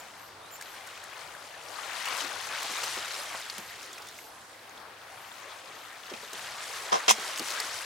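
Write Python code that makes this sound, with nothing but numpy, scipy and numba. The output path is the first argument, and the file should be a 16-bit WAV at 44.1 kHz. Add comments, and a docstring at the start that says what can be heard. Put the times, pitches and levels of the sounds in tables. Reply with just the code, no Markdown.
"""A soft river rush and a distant engine's hum are heard first, with small waves washing onto a sandy bank.
One swell spills and drains, the water laps quietly, and a second swell builds. The water is a cloud of
bubbles, each ringing as a damped oscillator, over seething foam, with single pops and low glugs.
Thin chirps, an insect and far birds sound faintly. Near the end something scrapes and knocks against
the microphone housing, exciting its resonant modes."""
import sys
import numpy as np
from scipy import signal
from scipy.fft import rfft, irfft
from scipy.io import wavfile
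from scipy.ndimage import uniform_filter1d
from numba import njit

SR = 44100
rng = np.random.default_rng(int(sys.argv[2]) if len(sys.argv) > 2 else 0)


def master(y):
    """Save y as 16-bit WAV."""
    cut = np.clip(np.atleast_2d(y).T, -1, 1)
    pcm = np.round(cut * 32767)  # scale
    wavfile.write(sys.argv[1], SR, pcm.astype(np.int16))


N = 346166
TIME = np.arange(N) / SR
FREQ = np.maximum(np.arange(N // 2 + 1) * SR / N, 1)

# spectrum of the open river: (frequency [Hz], relative level [dB])
RIVER_SPECTRUM = [(15, -55), (25, -18.5), (96, -5.5), (246, -7.5), (305, -4), (359, -5), (782, 3),
                  (1020, 0.5), (1450, -2), (2490, -9), (2920, -12), (3340, -10), (10100, -16.5),
                  (15500, -23.5)]
# distant engine tone: (frequency [Hz], level [dB])
ENGINE_TONES = [(102.3, -72)]
# spectrum of spilling water: (frequency [Hz], relative level [dB])
WATER_SPECTRUM = [(88, -60), (150, -50), (205, -24), (279, -16), (411, -8.5), (490, -5), (1150, 1),
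                  (2100, 0), (2920, -4), (4060, -5), (7000, -9), (10300, -13.5), (15500, -23)]
# waves reaching the bank: (crest time [s], relative wash level [dB], build-up [s], draining [s],
# foam over wash [dB], left minus right [dB])
WAVE_CRESTS = [(0.01, -52.5, 0.24, 0.47, -8, 5), (0.81, -52, 0.29, 0.77, -3.5, 4.5),
               (1.2, -53.5, 0.18, 0.48, -6.5, 9), (1.96, -44, .3, 0.34, -4.5, 7.5),
               (2.1, -41, 0.095, .42, -2, 7), (2.6, -43, 0.21, 0.51, -4.5, 2.5),
               (2.84, -44.5, 0.25, 0.44, 1.9, 4.5), (2.99, -44.1, 0.068, .62, -6.2, 0),
               (3.88, -58, 0.41, 0.35, 1.3, 2), (4.78, -53.8, 0.14, 0.57, -16, 8.5),
               (5.45, -50, 0.36, 1, -7, 5), (6.15, -55.5, 0.21, 0.48, 0.5, 4),
               (6.37, -50.5, .08, 0.39, -.5, 1.5), (6.7, -48.1, 0.36, 0.82, -1.5, 3.5),
               (7.28, -44, 0.57, 0.47, -3.5, .2), (7.63, -43.5, 0.3, 0.4, 0, 4)]
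# very high chirps: (time [s], duration [s], level [dB])
CHIRP_CALLS = [(-.04, 0.051, -48.5), (.512, 0.057, -47.5)]
# their noise bands: (frequency [Hz], bandwidth [Hz], relative level [dB])
CHIRP_BANDS = [(7170, 310, 6), (12060, 380, -1), (13700, 500, -9), (15200, 550, -8)]
# insect phrases: (time [s], level [dB])
INSECT_PHRASES = [(.175, -62), (.63, -60), (1.64, -66), (2.35, -81.5), (3.60, -58.5), (4.172, -59.5),
                  (5.17, -65), (5.75, -63), (6.21, -62)]
# bird whistles: (time [s], duration [s], start pitch [Hz], end pitch [Hz], relative level [dB])
BIRD_WHISTLES = [(0.413, 0.085, 3500, 4130, -64), (3.917, 0.071, 3500, 3100, -64),
                 (4.06, .07, 3230, 4250, -62), (7.089, 0.33, 3320, 3040, -57)]
# bursting bubbles and drops: (time [s], relative level [dB], pitch [Hz], spray offset [dB])
BUBBLE_POPS = [(0.611, -34, 1500, -0.5), (0.623, -34, 1990, -2.5), (.872, -41, 2000, 1),
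               (.975, -36, 2600, -10), (1.039, -39, 7850, 1), (1.35, -33.5, 1600, -14),
               (2.055, -29.5, 1800, 0), (2.077, -23, 2780, -18), (2.084, -26.5, 1070, -7),
               (2.629, -30.5, 3550, 2.5), (2.838, -20.5, 4730, -9), (3.499, -20, 4540, -18),
               (3.581, -35.5, 3080, 4), (3.829, -32, 6270, -10.5), (3.930, -28.5, 6950, -15),
               (3.9798, -31.5, 2430, -9), (4.021, -35.5, 5200, -9), (4.070, -38, 3490, -3),
               (4.086, -36.5, 6240, -2.5), (4.188, -32, 2300, -12), (4.776, -35.5, 3440, -16),
               (6.064, -37, 3630, -10), (6.332, -36, 3450, 4), (7.36, -23, 5260, -17),
               (7.375, -24, 2970, -6), (7.385, -20.5, 6500, -16), (7.395, -19.5, 4610, -8.5),
               (7.504, -25.5, 4500, -5.5), (7.601, -17, 4300, -8)]
# air trapped under wavelets: (time [s], relative level [dB], nominal pitch [Hz])
AIR_POCKETS = [(2.220, -39.5, 380), (2.244, -40, 367), (2.644, -31, 820), (2.696, -39.5, 306),
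               (2.831, -35, 515), (2.97, -33, 525), (3.345, -29.5, 1090), (3.582, -40.5, 225),
               (6.115, -35, 400), (6.132, -41, 208), (6.23, -41.5, 470), (6.33, -38.5, 427),
               (7.183, -33, 460), (7.398, -31.5, 326)]
# blows: (time [s], relative thud level [dB], relative crack level [dB], decay [s], treble cutoff [Hz])
HOUSING_BLOWS = [(6.098, -46, -35, 0.011, 5000), (6.136, -35, -28.5, .006, 3500),
                 (6.919, -20, -23.5, 0.0088, 4500), (6.925, -19.5, -22, 0.014, 5560),
                 (6.94, -27, -29, 0.015, 6000), (6.951, -25.5, -29, 0.021, 5000),
                 (7.0798, -13, -11.5, 0.008, 5000), (7.082, -34, -13.5, 0.0028, 4970),
                 (7.0915, -15, -9.5, 0.0045, 10000), (7.0999, -10, -10, 0.0025, 8040),
                 (7.1083, -6.5, -7.5, 0.0026, 13000)]
# modes of the housing's wall and small hard parts: (frequency [Hz], bandwidth [Hz], relative level [dB])
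WALL_MODES = [(89, 35, -12), (215, 13, 4), (470, 58, 2.5), (620, 48, -11), (740, 160, 9.5), (977, 72, 12.5),
              (1080, 110, 2)]
RATTLE_MODES = [(2156, 57, 3), (2700, 250, 0), (3260, 120, 1.5), (3690, 1700, 0.5), (5200, 280, 6),
                (5640, 400, 2.5), (6140, 63, 8.5), (6820, 260, 1.5), (8000, 300, -6), (10200, 6400, -35)]

RIVER_DB, TOP_HZ = -50.5, 15900
FOAM_LAG_S, GURGLE_LAG_S = 0.012, 0.018  # foam and large bubbles peak just after the crest
SURGE_DB, SURGE_PER_S = 0.29, 9.9  # unevenness of the flow
DRIP_DB, FULL_FOAM_DB, DRIP_FOLLOW = -59, -45, 0.34  # drips: level at full foam, then dB per dB of foam


def undb(db):
    """Amplitude ratio of a level in decibels."""
    return 10 ** (np.asarray(db) / 20)


def unit(x):
    """Normalisation to an rms of 1."""
    return x / np.sqrt(np.mean(x ** 2))


def shape(x, response):
    """Linear filtering: the spectrum is multiplied by a frequency response."""
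    return irfft(rfft(x) * response, N)


def colour(points):
    """Response interpolated through (frequency [Hz], level [dB]) points."""
    hz, db = np.transpose(points)
    return undb(np.interp(np.log(FREQ), np.log(hz), db))


def resonances(modes):
    """Modal superposition: the responses of damped resonators add."""
    return sum(undb(db) / (1 + 1j * hz / width * (FREQ / hz - hz / FREQ)) for hz, width, db in modes)


def above(hz):
    """Second-order high-pass response."""
    s = 1j * FREQ / hz
    return s ** 2 / (s ** 2 + np.sqrt(2) * s + 1)


def bands(x, place, count):
    """Filter bank of overlapping bands; place gives each frequency's band number."""
    spectrum = rfft(x)
    return (irfft(spectrum * np.clip(1 - abs(place - k), 0, 1), N) for k in range(count))


def walk(rate):
    """Random modulation of rms 1: values held for 1 / rate seconds and smoothed twice."""
    hold = int(SR / rate)
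    held = np.repeat(rng.standard_normal(N // hold + 2), hold)[rng.integers(hold):]
    return unit(uniform_filter1d(uniform_filter1d(held, hold), hold)[:N])


def sides(db):
    """Left and right gains for an interaural level difference."""
    return undb(np.array([db, -db]) / 2)


def stereo_noise(spread):
    """Partly coherent noise: a common part plus an independent part at each ear."""
    return rng.standard_normal(N) + spread * rng.standard_normal((2, N))


def burst(start, decay, rise=0.001):
    """Transient envelope: a quick rise and an exponential decay."""
    first = int(start * SR)
    age = np.maximum(TIME[first:first + SR // 3] - start, 0)
    envelope = np.zeros(N)
    envelope[first:first + len(age)] = (1 - np.exp(-age / rise)) * np.exp(-age / decay)
    return envelope


def phrase(start, length, edge):
    """Trapezoidal envelope: fade in, hold, fade out."""
    return np.clip(np.minimum(TIME - start, start + length - TIME) / edge + .5, 0, 1)


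def seethe(flicker_db, flicker_rate, spread, wide_hz, count=12):
    """Noise in independently flickering bands; coherence between the ears is highest in the bass."""
    mid, side = rng.standard_normal((2, N))
    side = shape(side, spread * FREQ / (FREQ + wide_hz))
    place = np.interp(np.log(FREQ), np.log([150, TOP_HZ]), [0, count - 1])
    noise_bands = bands(np.array([mid + side, mid - side]), place, count)
    return unit(sum(band * undb(flicker_db * walk(flicker_rate)) for band in noise_bands))


def river():
    """Far water and air add incoherently into broadband noise."""
    rush = seethe(flicker_db=-2.5, flicker_rate=10, spread=0.91, wide_hz=700)
    return undb(RIVER_DB) * unit(shape(rush, colour(RIVER_SPECTRUM)))


def engine():
    """A distant engine's hum wavers by slow amplitude and frequency modulation."""
    hum = 0
    for hz, db in ENGINE_TONES:
        amplitude = undb(db + 0.75 * walk(1.95))
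        pitch = hz + 2.57 * walk(9)
        hum = hum + amplitude * np.sin(2 * np.pi * np.cumsum(pitch) / SR)
    return hum


@njit
def bubbles(start, hz, cycles, gains, lag, glide):
    """Damped oscillators: each bubble rings down by 50 dB, rising in pitch, with an interaural delay."""
    out = np.zeros((2, N))
    for k in range(len(start)):
        life = cycles[k] / hz[k]
        for ear in range(2):
            onset = start[k] + (ear - .5) * lag[k]
            for i in range(max(int(onset * SR) + 1, 0), min(int((onset + life) * SR), N)):
                progress = (i / SR - onset) / life
                phase = 2 * np.pi * cycles[k] * progress * (1 + glide * progress / 2)
                out[ear, i] += gains[ear, k] * np.exp(-5.8 * progress) * np.sin(phase)
    return out


def cloud(low_hz, high_hz, cycles, scatter_db, pan_db, lag_s, glide, count):
    """Bubbles of all sizes, a few much louder than the rest, superpose into a flat spectrum."""
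    when, smallness, strength, life = rng.random((count, 4)).T
    pan, lag = rng.standard_normal((count, 2)).T
    hz = (np.sqrt(low_hz) + smallness * (np.sqrt(high_hz) - np.sqrt(low_hz))) ** 2
    amplitude = undb(-scatter_db * np.log(1 - .995 * strength)) * hz ** .75
    gains = amplitude * sides(pan_db * pan)
    return unit(bubbles(when * N / SR, hz, cycles * (.5 + life), gains, lag_s * lag, glide))


def flow(lag, linger, foam_share, ripple_db):
    """Incoherent sources add in power: the envelope of waves building and draining over steady ripples."""
    power = undb(ripple_db) ** 2
    for crest, db, build, drain, foam_db, pan_db in WAVE_CRESTS:
        age = TIME - crest - lag
        swell = np.exp(-(np.minimum(age, 0) / build) ** 2 - np.maximum(age, 0) / (drain * linger))
        power = power + (undb(db + foam_share * foam_db) * sides(pan_db)[:, None] * swell) ** 2
    return np.sqrt(power)


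def waves():
    """Bubble resonance: large bubbles gurgle in the spill, fine foam fizzes on sand, stray drops ring."""
    ringing = cloud(220.9, 8956, cycles=31, scatter_db=2.5, pan_db=6, lag_s=7e-5, glide=.22, count=16000)
    crackle = cloud(2670, 13900, cycles=18, scatter_db=3, pan_db=1.5, lag_s=15e-6, glide=.11, count=20000)
    hiss = seethe(flicker_db=2, flicker_rate=28, spread=0.32, wide_hz=600)
    water = shape(undb(-4) * ringing + undb(-1) * crackle + undb(-0.5) * hiss, colour(WATER_SPECTRUM))
    # four bands, from large bubbles to small
    place = np.interp(np.log(FREQ), np.log([420, 950, 2300, 5000]), np.arange(4))
    gurgle, wash, splash, foam = bands(water, place, count=4)
    spill = flow(lag=0, linger=1, foam_share=0, ripple_db=-66.5)
    froth = flow(FOAM_LAG_S, linger=1.15, foam_share=1, ripple_db=-78)
    backwash = flow(GURGLE_LAG_S, linger=0.91, foam_share=0, ripple_db=-53)
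    surf = (gurgle * backwash * undb(-1.75 + 2.3 * walk(23))
            + wash * spill * undb(1.05 * walk(16))
            + splash * spill ** .6 * froth ** .4 * undb(0.5 * walk(15))
            + foam * froth * undb(1.02 * walk(24)))
    drips = cloud(900, 7860, cycles=24, scatter_db=3, pan_db=5, lag_s=3e-5, glide=.15, count=300)
    drip_gain = undb(DRIP_DB) * (froth / undb(FULL_FOAM_DB)) ** DRIP_FOLLOW
    surge = undb(-1 + SURGE_DB * walk(SURGE_PER_S))
    return surf / np.std(wash) * surge + drips * drip_gain


def chirps():
    """Narrow-band noise has a hoarse pitch, heard here as short, very high chirps."""
    partials = sum(undb(db) * resonances([(hz, width, 0)]) ** 2 for hz, width, db in CHIRP_BANDS)
    tone = unit(shape(stereo_noise(.5), partials))
    return tone * sum(undb(db) * phrase(start, length, edge=.011) for start, length, db in CHIRP_CALLS)


def insect():
    """An insect's rapid strokes modulate the amplitude of one narrow treble band."""
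    rasp = unit(shape(stereo_noise(.5), resonances([(12240, 1300, 0)]) ** 2))
    strokes = 1 + 0.49 * np.sin(2 * np.pi * 88 * TIME)
    phrases = sum(undb(db) * phrase(start, length=.12, edge=.01) for start, db in INSECT_PHRASES)
    return rasp * strokes * phrases


def birds():
    """Multipath interference among the trees blurs thin, gliding whistles."""
    calls = 0
    for start, length, first_hz, last_hz, db in BIRD_WHISTLES:
        pitch = np.interp(TIME, [start, start + length], [first_hz, last_hz])
        phase = 2 * np.pi * np.cumsum(pitch) / SR
        calls = calls + undb(db + 6.5) * phrase(start, length, edge=.025) * np.exp(1j * phase)
    paths = np.array([walk(260) + 1j * walk(280) for ear in range(2)])
    return np.real(calls * (0.87 + 0.54 * paths))


def breakup(parents, gap_s, octaves, fade_db, cycles, pan_db, count):
    """Fragmentation: a bubble splits into a train of ever weaker ones, each with its own resonance."""
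    times, db, hz = np.repeat(parents, count, axis=0).T
    order = np.arange(len(times)) % count
    detune, delay, pan = rng.uniform(-0.92, 1, (len(times), 3)).T
    start = times + gap_s * (order + 0.347 * delay * (order > 0))
    pitch = hz * 2 ** (octaves * detune * (order > 0))
    gains = undb(db - fade_db * order) * sides(pan_db * pan)
    return bubbles(start, pitch, np.full(len(times), float(cycles)), gains, 0.026 * pan / hz, 0.083)


def pops():
    """Impulsive excitation: a film bursts with a short ring and a spit of spray."""
    times, db, hz, spray_db = np.transpose(BUBBLE_POPS)
    parents = np.column_stack([times, db - 0.5, hz])
    ring = breakup(parents, gap_s=0.0015, octaves=0.27, fade_db=2.5, cycles=16, pan_db=3, count=4)
    spit = sum(undb(level) * burst(start, .0039, rise=.0008) for start, level in zip(times, db + spray_db))
    spray = unit(shape(stereo_noise(.5), resonances([(6300, 4300, 0)])))
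    return shape(ring + spit * spray, above(700))


def glugs():
    """Large pockets of trapped air resonate low and split, while the water sloshes dully around them."""
    times, db, hz = np.transpose(AIR_POCKETS)
    parents = np.column_stack([times, db - 2, 0.962 * hz])
    ring = breakup(parents, gap_s=0.00592, octaves=0.5, fade_db=5, cycles=17.6, pan_db=1, count=5)
    churn = stereo_noise(0.19)
    slosh = 0
    for start, level, centre in zip(times, db, hz):
        pocket = resonances([(0.97 * centre, 1.43 * centre, 0)]) ** 2
        envelope = undb(level - 5.5) * burst(start, decay=0.019, rise=0.0026)
        slosh = slosh + shape(envelope * churn, pocket / np.std(pocket))
    return shape(ring + slosh, above(152) ** 2)


def knocks():
    """Forced vibration: gritty contacts drive the modes of the housing's wall and rattle its hard parts."""
    along, across = rng.standard_normal((2, N))
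    # flexing pushes the two ports partly in opposite senses; the deepest thump moves both together
    flex = unit(along + 2.32 * shape(across, above(240)) * np.array([[1], [-1]]))
    grain = unit(rng.standard_normal((2, N)) + 1.1 * rng.standard_normal(N))
    push = grit = 0
    for start, thud_db, crack_db, decay, cutoff_hz in HOUSING_BLOWS:
        blow = burst(start, decay)
        chatter = 0.38 * burst(start, 1 / 80)  # loose parts move on after the blow
        softness = 1 / np.sqrt(1 + (FREQ / cutoff_hz) ** 5)  # softer contact, less treble
        push = push + undb(thud_db) * blow * flex
        grit = grit + shape(undb(crack_db) * (blow + chatter) * grain, softness)
    wall = resonances(WALL_MODES) * above(67) / (1 + 1j * FREQ / 2200) ** 2
    rattle = resonances(RATTLE_MODES) * above(450)
    return undb(0.8) * shape(push, wall / np.std(wall)) + undb(-5.5) * shape(grit, rattle / np.std(rattle))


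def scene():
    """Superposition: the sound pressures of all sources add."""
    return river() + engine() + waves() + chirps() + insect() + birds() + pops() + glugs() + knocks()


def record(dry):
    """Band limiting: a steep elliptic low-pass removes the highest treble."""
    return signal.sosfilt(signal.ellip(10, .2, 75, TOP_HZ, fs=SR, output="sos"), dry)


dry = scene()
out = record(dry)
master(out)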